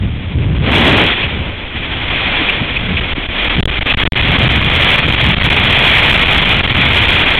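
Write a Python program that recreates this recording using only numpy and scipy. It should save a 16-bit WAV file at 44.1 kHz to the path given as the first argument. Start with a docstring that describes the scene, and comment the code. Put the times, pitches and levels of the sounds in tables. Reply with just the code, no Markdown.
"""Wind rushing over a small camera's microphone in free fall: open air, no distance, right on the port.
It comes in lurches while the body tumbles, then more evenly. The port hisses in two resonances while
large eddies press the diaphragm to the end of its travel, which chops the hiss; the hardest blasts
pin it there and leave only a thump and a short silence. Mono, through the camera's narrow voice band."""
import sys
import numpy as np
from scipy import signal
from scipy.fft import rfft, irfft, next_fast_len
from scipy.io import wavfile
from scipy.ndimage import map_coordinates

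SR = 44100
rng = np.random.default_rng(int(sys.argv[2]) if len(sys.argv) > 2 else 0)


def unload_audio(sound):
    """Save the sound as a 16-bit wav file, at the path given as the first command line argument."""
    columns = np.transpose(np.atleast_2d(sound))
    # keep every value between -1 and 1, then stretch to whole-number steps
    steps = np.round(np.clip(columns, -1, 1) * 32767)
    wavfile.write(sys.argv[1], SR, steps.astype(np.int16))


N = 325899

# spectrum of air hissing in the microphone port: frequency_hz, density_db
PORT_HISS = [(100, -17.5), (600, -8.5), (1200, -8.5), (1700, -6), (2100, -1), (2430, -1.5), (2850, -4),
             (3350, 0.5), (3700, -10), (4300, -21), (7000, -78)]


def airstream(flutter_db, flutter_hz, gust_db, gust_hz):
    """Air tearing over the camera housing: low buffeting, a roar, and the hiss of the port."""
    # flow across the port, swinging as the body tumbles, then levelling off: time_s, level_db
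    flow = [(0, -32), (.45, -30.5), (1.28, -21), (1.68, -25.5), (1.95, -18), (2.17, -13.5), (2.5, -12),
            (2.6, -18), (3.3, -19.5), (3.43, -11), (3.68, -17), (3.87, -10.5), (4.75, -9.5), (5.0, -4),
            (5.06, -11.5), (5.95, -5), (6.62, -8), (7.39, -6.5)]
    # small eddies that buffet the port: time_s, level_db
    churn = [(0, -15), (1.15, -22), (1.4, -17), (1.62, -31), (2.0, -20), (2.4, -23), (2.97, -15),
             (3.25, -31.5), (3.9, -24.5), (4.3, -6), (4.95, -10), (5.28, -8), (5.95, -10), (6.78, -9),
             (7.39, -13)]
    # spectrum of their buffeting: frequency_hz, density_db
    buffet_spectrum = [(15, -28), (40, -2.5), (75, 3.5), (150, -4), (250, -14.5), (450, -27.5), (1500, -73)]
    # spectrum of the roar over the housing: frequency_hz, density_db
    roar_spectrum = [(60, -38.5), (150, 0), (270, 4), (450, -2), (750, -5.5), (1400, -12), (3000, -10.5),
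                     (7000, -63)]
    flow_db = timeline(flow) + gust_db * wobble(gust_hz)
    roar_db = -15 + 0.55 * flow_db  # grows more slowly than the hiss, so more flow is brighter
    steady_power = amp([timeline(churn), roar_db, flow_db]) ** 2
    buffet_gain, roar_gain, hiss_gain = np.sqrt(steady_power + surge_power())
    flutter = amp(flutter_db * wobble(flutter_hz))  # the local air speed never holds still
    buffet = buffet_gain * turbulence(buffet_spectrum)
    roar = roar_gain * turbulence(roar_spectrum)
    hiss = hiss_gain * port_hiss(whistle_db=-10, waver_db=1.5, waver_hz=25)
    return buffet + flutter * (roar + hiss)


def port_hiss(whistle_db, waver_db, waver_hz):
    """Air crossing the port hisses, with a breathy whistle that comes and goes."""
    whistle_gain = amp(whistle_db + waver_db * wobble(waver_hz))
    whistle = whistle_gain * resonance(centre_hz=2419.0, width_hz=225, size=N)
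    return turbulence(PORT_HISS) + whistle


def surge_power(attack_s=0.019, release_s=0.023):
    """Power that surges of air add to buffet, roar and hiss: each rises, holds and dies away."""
    # surges, first the slipstream at the jump: start_s, hold_s, buffet_db, roar_db, hiss_db
    surges = [(0.037, 0.021, -9, -30, -31.5), (0.373, 0.24, -6.5, -26.5, -32.5), (.66, .05, -8, -11, -14),
              (0.752, 0.28, -8, -6, -7.5), (1.075, .04, -23, -23, -10), (1.149, .08, -38, -25, -15.3),
              (1.33, 0.17, -18.5, -26, -35.5), (1.768, 0.011, -19, -41, -24), (4.29, .16, -13, -17, -18),
              (6.318, 0.061, -20.5, -27, -7)]
    t = np.arange(N) / SR
    power = np.zeros((3, N))
    for start, hold, *levels_db in surges:
        rise = np.maximum(start - t, 0) / attack_s
        fall = np.maximum(t - start - hold, 0) / release_s
        power += amp(levels_db)[:, None] ** 2 * np.exp(-(rise + fall) ** 2)
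    return power


def wake(edge_s, tear_db):
    """Slow, huge pressure swings; a blast overrides them, and the air tears as its front arrives."""
    # slow eddies shed by the falling body: time_s, level_db
    eddy_levels = [(0, -13.5), (1.2, -14), (1.7, -17), (2.2, -10.5), (2.7, -12.5), (3.6, -11.5),
                   (4.15, -10.5), (5.0, -7), (7.4, -5.5)]
    # spectrum of their pressure: frequency_hz, density_db
    eddy_spectrum = [(2, -28.5), (8, 4), (20, -7), (40, -8.5), (80, -19.5), (200, -40.5), (600, -83)]
    # blasts that hold the diaphragm to one side: start_s, length_s, signed_pressure
    blasts = [(3.001, 0.0052, 1), (3.137, .012, -1.4), (3.270, 0.017, -0.96), (3.486, 0.0077, 1),
              (3.56, 0.0045, 1.5), (3.608, .018, -4.5), (3.633, .021, 4.5), (3.658, .017, -4.5),
              (3.704, 0.0051, -1.2), (3.793, 0.014, 1.6), (3.832, 0.026, -1.27), (3.929, .008, 1.6),
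              (3.949, 0.024, -2.5), (3.975, 0.024, 0.63), (4.037, .015, 3), (4.077, .044, -5.0),
              (4.124, .009, 4.0), (4.137, 0.02, 1.55), (4.216, .006, 1.3), (4.483, .006, -2.5),
              (5.348, .011, -1.43), (6.134, 0.0046, -2.6)]
    t = np.arange(N) / SR
    pressure = amp(timeline(eddy_levels)) * turbulence(eddy_spectrum)
    fronts = np.zeros(N)
    for start, length, push in blasts:
        edge = edge_s / abs(push)  # the harder the blast, the steeper its front
        near = slice(int((start - 3 * edge) * SR), int((start + length + edge) * SR))
        since = t[near] - start
        held = np.clip(np.minimum(since, length - since) / edge + 1, 0, 1) ** 3
        pressure[near] += held * (push - pressure[near])
        fronts[near] += abs(push) * np.exp(-(since / edge + 1) ** 2) * (1 - held)
    return pressure + amp(tear_db) * fronts * turbulence(PORT_HISS)


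def edge_whistles():
    """The air catches the edge of the port and whistles for an instant."""
    # whistles: peak_s, sigma_s, pitch_hz, level_db
    whistles = [(1.238, 0.011, 2860, -11), (2.496, 0.0065, 2520, -2.5), (2.769, 0.006, 2560, -11),
                (2.976, 0.0066, 2450, -7.5), (3.501, 0.0043, 2540, -10), (3.908, 0.0089, 2600, -6),
                (5.96, .05, 2056, -9.5)]
    return swells(whistles, width_hz=520)


def air_puffs():
    """Single low puffs of air land on the microphone."""
    # puffs: peak_s, sigma_s, pitch_hz, level_db
    puffs = [(1.26, 0.017, 100, -10.5), (2.418, 0.013, 275, -13.5), (2.62, 0.007, 107, -3.5),
             (2.92, 0.059, 196, -19), (3.178, 0.0072, 220, -14), (3.592, .013, 105, -1.5),
             (5.08, .025, 49.6, -5), (5.28, .03, 105, -6.5), (6.8, 0.017, 81, -4)]
    return swells(puffs, width_hz=110)


def swells(rows, width_hz):
    """Short bell-shaped swells of narrow noise, each at its own pitch."""
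    track = np.zeros(N + SR)
    half = SR // 8
    t = np.arange(-half, half) / SR
    for peak_s, sigma_s, pitch_hz, level_db in rows:
        envelope = amp(level_db) * np.exp(-.5 * (t / sigma_s) ** 2)
        first = round(peak_s * SR) - half
        track[first:first + len(t)] += envelope * resonance(pitch_hz, width_hz, size=len(t))
    return track[:N]


def resonance(centre_hz, width_hz, size):
    """Noise of rms 1 ringing in one resonance."""
    b, a = signal.iirpeak(centre_hz, centre_hz / width_hz, SR)
    x = signal.lfilter(b, a, signal.lfilter(b, a, rng.standard_normal(size)))
    return x / np.std(x)


def turbulence(spectrum):
    """Random pressure of rms 1 with the given spectrum."""
    x = filtered(rng.standard_normal(N), lambda hz: gain_at(spectrum, hz))
    return x / np.std(x)


def wobble(rate_hz):
    """A smooth random curve with rate_hz knots a second."""
    knots = rng.standard_normal(N // 20)
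    return map_coordinates(knots, [np.arange(N) * rate_hz / SR], mode="mirror")


def amp(db):
    """Decibels to gain."""
    return 10 ** (np.asarray(db) / 20)


def gain_at(spectrum, hz):
    """Gain at hz, between (frequency_hz, level_db) points on a log frequency axis."""
    frequency_hz, level_db = np.transpose(spectrum)
    return amp(np.interp(np.log(hz + 1), np.log(frequency_hz + 1), level_db))


def timeline(points):
    """One level per sample, between (time_s, level_db) points."""
    time_s, level_db = np.transpose(points)
    return np.interp(np.arange(N) / SR, time_s, level_db)


def filtered(x, response):
    """x through a complex frequency response."""
    size = next_fast_len(N + SR // 2)
    hz = np.fft.rfftfreq(size, 1 / SR)
    return irfft(rfft(x, size) * response(hz), size)[..., :N]


def scene():
    """The total pressure on the diaphragm."""
    rush = airstream(flutter_db=1.06, flutter_hz=43, gust_db=0.87, gust_hz=8)
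    gusts = edge_whistles() + air_puffs()
    return (rush + wake(edge_s=0.0084, tear_db=-21) + gusts)[None]


def record(dry, travel=0.69, coupling_hz=81, headroom=0.79, ceiling=0.71, top_hz=15800):
    """The capsule saturates, a held pressure leaks away, the input overloads and the band is narrowed."""
    # the camera's narrow voice band: frequency_hz, gain_db
    voice_band = [(3400, -1), (3900, -2.5), (4300, -11.5), (4600, -27), (4950, -88.5)]
    capsule = travel * np.tanh(dry / travel)  # near the end of its travel it no longer follows the hiss
    coupled = filtered(capsule, lambda hz: 1j * hz / (coupling_hz + 1j * hz))
    overloaded = np.clip(coupled, -headroom, headroom)
    narrow = filtered(overloaded, lambda hz: gain_at(voice_band, hz))
    flattened = np.clip(narrow, -ceiling, ceiling)  # peaks are cut again and spit a little treble
    return filtered(flattened, lambda hz: hz < top_hz)


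dry = scene()
out = record(dry)
unload_audio(out)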